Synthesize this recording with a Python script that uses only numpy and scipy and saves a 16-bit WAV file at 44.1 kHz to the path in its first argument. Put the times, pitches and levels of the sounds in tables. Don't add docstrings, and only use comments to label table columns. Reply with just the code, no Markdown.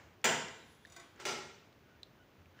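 import sys
import numpy as np
from scipy import signal
from scipy.fft import irfft
from scipy.io import wavfile
from scipy.ndimage import uniform_filter1d

SR = 44100
rng = np.random.default_rng(int(sys.argv[2]) if len(sys.argv) > 2 else 0)


def generate_wav(signal):
    frames = np.transpose(np.atleast_2d(signal))
    scaled = np.clip(frames, -1, 1) * 32767
    pcm = np.round(scaled).astype(np.int16)
    wavfile.write(sys.argv[1], SR, pcm)


N = 114660
T = np.arange(N) / SR

# f/Hz, T60/s
ROOM = [(100, 0.96), (250, 0.72), (600, 0.63), (1500, 0.69), (3000, 0.7), (5000, 0.67), (7500, 0.59),
        (11000, 0.51), (15500, 0.365)]
# t/s, level/dB; then its colour
RUMBLE = [(0, -66.5), (.4, -72), (.7, -71), (1.1, -76), (1.7, -74), (1.85, -73), (2.1, -72), (2.25, -79),
          (2.42, -65.5), (2.6, -66.5)]
RUMBLE_COLOUR = [(20, -62), (55, -20.5), (85, 5.5), (110, -9), (170, -23.5), (600, -63)]
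# f/Hz, level/dB per Hz
AIR_COLOUR = [(20, -28), (35, -21), (55, -11.5), (86, -10.5), (113, -6), (180, -8.5), (240, -10),
              (340, -10.5), (500, -13.5), (700, -16.5), (1000, -19), (1500, -20.5), (2000, -22.5),
              (3000, -25), (4500, -32), (6500, -34.5), (8300, -45), (13700, -42.5), (15000, -30.5),
              (15500, -38.5)]
# f/Hz, level/dB per Hz
ECHO_COLOUR = [(100, -11), (300, -4), (700, -0.5), (2200, -1), (3500, -13.5), (7000, -15), (8500, -29.5),
               (15000, -45)]
# t/s, level/dB; then its colour
RUB = [(1.14, -78), (1.195, -54.5), (1.22, -57), (1.26, -77), (1.7, -84), (1.9, -72.5), (2.05, -80),
       (2.2, -78.5), (2.3, -82), (2.4, -75), (2.5, -81), (2.59, -67.5)]
RUB_COLOUR = [(60, -17), (200, -3), (400, 5), (800, -8.5), (1500, 2.5), (3000, -9.5), (6000, -17),
              (9000, -32), (15000, -40)]
# t/s, length/s, level/dB
SQUEAKS = [(1.83, .17, -68.5), (2.17, 0.084, -66)]
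# t/s, f/Hz, level/dB, rise/s
TICK_MODES = [(0.2165, 5770, -58, 0.00025), (0.4843, 5600, -38, 0.00025), (0.8504, 1780, -44, 0.0015),
              (.8563, 4170, -49, 0.00036), (1.161, 6900, -59, 0.00039), (1.728, 4000, -54, 0.00022),
              (2.0318, 4010, -36.5, 0.00064), (2.0343, 3940, -45, 0.00046), (2.458, 2440, -56, 0.00057),
              (2.5906, 1660, -51, 0.0015), (2.5908, 3000, -55.5, .001)]
# f/Hz, level/dB per Hz
TICK_EDGE_COLOUR = [(500, -25), (2000, -2), (4500, -6), (7000, -2.5), (8200, -24), (9700, -12),
                    (11000, -30)]
# t/s, level/dB, whine f/Hz
SLIDE = [(.48, -69, 3700), (0.589, -72.5, 4000), (.69, -77, 3510), (.75, -80, 3640), (.79, -83, 3300),
         (.87, -72.5, 3640), (0.971, -70, 3770), (1.061, -77.5, 3240), (1.17, -79, 3220)]
# t/s, level/dB; then the colour of its hiss
RAIL_TREBLE = [(.5, -74), (.62, -75.5), (.72, -66.5), (.8, -74.5), (.9, -71), (1.02, -73), (1.15, -82)]
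RAIL_HISS_COLOUR = [(3000, -5.5), (9000, -13), (10000, -25), (10200, -5), (10600, -12), (11500, -13),
                    (15000, -27)]
# t/s, level/dB, treble tilt/dB per octave; then colour and steel modes
CLINKS = [(0.8694, -13, -1), (0.8991, -12.5, 2), (0.9215, -7, 3), (0.9636, 0.5, -0.5), (0.9981, -4.5, -0.5)]
CLINK_COLOUR = [(150, -30), (280, -4), (360, -2), (550, -15), (950, 0.5), (1400, -1.5), (1750, -7),
                (2100, 0), (2700, -7.5), (3600, -7), (4800, -15), (5400, -15), (7200, -23), (9000, -17),
                (12000, -44), (15000, -29.5)]
CLINK_MODES = [(356, -57, 15), (677, -56, 19.4), (1110, -58, 19), (1523, -57, 9.2), (2015, -58, 89),
               (2420, -63, 30), (4080, -75, 20), (4450, -66, 8.9), (4870, -70, 53), (4900, -63, 46),
               (5570, -74, 40), (5916, -60.5, 47), (6450, -75, 49), (6580, -67, 43.7), (7080, -65, 87),
               (7000, -60, 43), (7900, -66.5, 85), (8700, -83, 35), (9113, -81, 32)]
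# t/s, level/dB; then colour and tile modes
KNOCKS = [(1.1995, -12.5), (1.2531, 2), (1.268, -10), (1.287, -6)]
KNOCK_COLOUR = [(40, -55), (90, -23.5), (156, -4), (192, -29), (250, -1), (300, -15.5), (368, 0), (520, -8),
                (620, -5.5), (850, -6.5), (1150, -7.5), (1400, -8.5), (1650, -9), (2150, -6.5),
                (2600, -9.5), (3100, -10.5), (4100, -13), (5000, -12), (6000, -13), (7600, -17),
                (9000, -27.5), (9500, -35), (11000, -31), (13200, -40), (15000, -27), (15500, -34)]
KNOCK_MODES = [(227.8, -49, 3.1), (584, -45, 4.7), (840, -42.5, 8.4), (1322, -43.5, 3.9), (1377, -38.5, 17),
               (1813, -76, 4), (2163, -41.5, 26), (2670, -55, 4.4), (2924, -44.5, 17), (3590, -48, 16),
               (4931, -48, 7.7), (5970, -46.5, 16), (5980, -46.5, 13), (7628, -51, 11.4),
               (9100, -54.5, 9.3), (13754, -69, 6.5)]
# t/s, level/dB; then colour and modes of frame and tile
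SNAPS = [(0.2431, -0.5), (.2540, -6)]
SNAP_COLOUR = [(40, -54.5), (90, -26), (150, -6.5), (190, -16.5), (260, -11.5), (335, -9), (450, -5),
               (570, -13.5), (660, -1.5), (820, -7.5), (980, -7.5), (1160, -16), (1330, -7), (1600, -7),
               (2000, -7), (2530, -11), (3120, -9.5), (3900, -20.5), (4900, -18), (6400, -19), (7400, -11),
               (8100, -24), (8900, -23), (10300, -38), (13800, -42), (15000, -25), (15500, -25.5)]
SNAP_MODES = [(228, -39, 3), (379, -41, 6), (430, -37, 8), (465, -40, 8), (516, -35.5, 4), (636, -40, 5),
              (660, -40, 8), (875, -41, 6), (926, -35.5, 4), (995, -41, 12), (1062, -39, 6), (1351, -41, 4),
              (1505, -41, 5), (1643, -42, 6), (1988, -37.5, 10), (2383, -39.5, 4), (3131, -41, 10),
              (3531, -44, 20), (4220, -49, 10), (4801, -46, 15), (4972, -47, 15), (5544, -46, 10),
              (5938, -40, 6), (6807, -38, 10), (7157, -41, 8), (7445, -42, 15)]
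# t/s, level/dB, f/Hz
SHOCKS = [(0.2421, -14.5, 2450), (0.254, -9.5, 1874)]


def amp(db):
    return 10 ** (np.asarray(db) / 20)


def unit(x):
    return x / np.sqrt(np.mean(x ** 2) + 1e-20)


def read(points, hz):
    f, value = np.transpose(points)
    return np.interp(np.log(hz + 1), np.log(f + 1), value)


def level_curve(points, before=None, after=None):
    return np.interp(T, *np.transpose(points), left=before, right=after)


def add(mix, s, sound):
    part = mix[max(round(s * SR), 0):][:len(sound)]
    part += sound[:len(part)]


def wander(count, size):
    white = rng.standard_normal(count)
    return unit(uniform_filter1d(uniform_filter1d(white, size), size))


def noise(colour, tilt_db=0, bumps=0):
    hz = np.fft.rfftfreq(N, 1 / SR)
    tilt = tilt_db * np.log2((hz + 100) / 2000)
    gain = amp(read(colour, hz) + tilt + bumps)
    phase = 2 * np.pi * rng.random(len(hz))
    return unit(irfft(gain * np.exp(1j * phase), N))


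def tone(hz, width, count):
    drift = np.cumsum(rng.standard_normal(count)) * np.sqrt(2 * np.pi * abs(width) / SR)
    cycles = np.cumsum(hz * np.ones(count)) / SR + rng.random()
    return np.sin(2 * np.pi * cycles + uniform_filter1d(drift, size=80))


def die_away(x, bass_rise_s=0.021):
    hz, t, z = signal.stft(x, SR, nperseg=512, noverlap=384)
    hz = hz[:, None]
    build = 1 - np.exp(-(t + 0.00067) * (hz + 50) / (300 * bass_rise_s))
    decay = amp(-60 * t / read(ROOM, hz))
    return signal.istft(z * build * decay, SR, nperseg=512, noverlap=384)[1][:N]


def reverb(x, extra_t60):
    tail = die_away(rng.standard_normal(N)) * amp(-60 * T / extra_t60)
    return signal.fftconvolve(x, tail / np.linalg.norm(tail))[:N]


def lesser_modes(depth_db):
    return depth_db * wander(N // 2 + 1, size=130)


def blow(colour, bumps, crack_db, crack_t60, crack_tilt_db, room_db, room_rise_s, tilt_db=0):
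    crack = amp(crack_db - 60 * T / crack_t60) * noise(colour, crack_tilt_db + tilt_db, bumps)
    build = 1 - np.exp(-T / room_rise_s)
    room = amp(room_db) * build * die_away(noise(colour, tilt_db, bumps))
    return (crack + room) * np.minimum(T / .0003, 1)


def ring(blows, modes, ring_db, t60, onset_db, onset_t60, waver_db, rise_cycles=3):
    out, t = np.zeros(N), T[:SR]
    for hz, db, width in modes:
        mode_t60 = t60 * read(ROOM, hz) / read(ROOM, 970)
        fade = amp(-60 * t / mode_t60) + amp(onset_db - 60 * t / onset_t60)
        shape = fade * (1 - np.exp(-t * hz / rise_cycles))
        energy = np.zeros(N)
        for s, level, *tilt in blows:
            tilted = level + sum(tilt) * np.log2(hz / 3000)
            add(energy, s, (amp(tilted) * shape) ** 2)
        gain = amp(ring_db + db + waver_db * wander(N, size=900))
        out += np.sqrt(energy) * gain * tone(hz, width, N)
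    return out


def air(hiss_db=-64.5, echo_db=-59.5, echo_t60=0.72):
    rumble = amp(level_curve(RUMBLE)) * noise(RUMBLE_COLOUR)
    hiss = amp(hiss_db) * noise(AIR_COLOUR)
    echo = amp(echo_db - 60 * T / echo_t60) * noise(ECHO_COLOUR)
    return rumble + hiss + echo


def rub(rough_db=2.85):
    level = level_curve(RUB, before=-140) + rough_db * wander(N, size=350)
    return amp(level) * noise(RUB_COLOUR)


def squeaks(hz=1480, width_hz=20, octave_db=-9):
    out = np.zeros(N)
    for s, length, db in SQUEAKS:
        n = int(length * SR)
        octave = amp(octave_db) * tone(2 * hz, 2 * width_hz, n)
        add(out, s, amp(db) * np.hanning(n) * (tone(hz, width_hz, n) + octave))
    return out


def ticks(edge_db=-17, edge_t60=0.011, room_db=-16):
    out, t = np.zeros(N), T[:1500]
    edge = amp(edge_db - 60 * t / edge_t60) * noise(TICK_EDGE_COLOUR)[:len(t)]
    for s, hz, db, rise in TICK_MODES:
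        pulse = (t / rise * np.exp(1 - t / rise)) ** 2
        add(out, s, amp(db) * (edge + pulse * np.sin(2 * np.pi * hz * t)))
    return out + amp(room_db) * reverb(out, extra_t60=.5)


def slide(width_hz=130, rough_db=3, direct_db=-5, room_db=-2, high_db=-13, high_hz=10230,
          high_width_hz=110, hiss_db=-3.5):
    s, db, hz = np.transpose(SLIDE)
    level = amp(np.interp(T, s, db, left=-140, right=-140))
    roughness = amp(rough_db * wander(N, size=300))
    whine = level * roughness * unit(tone(np.interp(T, s, hz), width_hz, N))
    high_whine = amp(high_db) * unit(tone(high_hz, high_width_hz, N))
    hiss = amp(hiss_db) * noise(RAIL_HISS_COLOUR)
    treble = amp(level_curve(RAIL_TREBLE, before=-140, after=-140)) * (high_whine + hiss)
    return amp(direct_db) * whine + amp(room_db) * reverb(whine, extra_t60=1.5) + treble


def clinks():
    out = ring(CLINKS, CLINK_MODES, ring_db=-6.5, t60=.5, onset_db=10.5, onset_t60=0.041, waver_db=0.5)
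    bumps = lesser_modes(depth_db=1.5)
    for s, db, tilt in CLINKS:
        hit = blow(CLINK_COLOUR, bumps, crack_db=-53, crack_t60=0.046, crack_tilt_db=9.0,
                   room_db=-58.5, room_rise_s=0.004, tilt_db=tilt)
        add(out, s, amp(db) * hit)
    return out


def knocks():
    out = ring(KNOCKS, KNOCK_MODES, ring_db=-6.0, t60=0.59, onset_db=-21, onset_t60=0.041, waver_db=4.0)
    bumps = lesser_modes(depth_db=1.5)
    for s, db in KNOCKS:
        hit = blow(KNOCK_COLOUR, bumps, crack_db=-35.0, crack_t60=0.053, crack_tilt_db=0.5,
                   room_db=-37.5, room_rise_s=.006)
        add(out, s, amp(db) * hit)
    return out


def snap():
    out = ring(SNAPS, SNAP_MODES, ring_db=-5.5, t60=.74, onset_db=5, onset_t60=0.13, waver_db=2.5)
    bumps = lesser_modes(depth_db=1.5)
    for s, db in SNAPS:
        hit = blow(SNAP_COLOUR, bumps, crack_db=-24.5, crack_t60=0.063, crack_tilt_db=3.5,
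                   room_db=-28, room_rise_s=0.011)
        add(out, s, amp(db) * hit)
    for s, db, hz in SHOCKS:
        cycles = T[:200] * hz
        push = cycles * np.exp(1 - 2 * cycles) * np.sin(2 * np.pi * cycles)
        add(out, s, amp(db) * push)
    return out


def scene():
    mono = air() + rub() + squeaks() + ticks() + slide() + clinks() + knocks() + snap()
    return np.array([mono, mono])


def record(dry, low_cut_hz=35, edge_hz=15600):
    high_pass = signal.butter(3, low_cut_hz, "high", fs=SR, output="sos")
    thin = signal.sosfilt(high_pass, dry)
    low_pass = signal.firwin(255, edge_hz, window=("kaiser", 8), fs=SR)
    return signal.oaconvolve(thin, low_pass[None], "same")


dry = scene()
out = record(dry)
generate_wav(out)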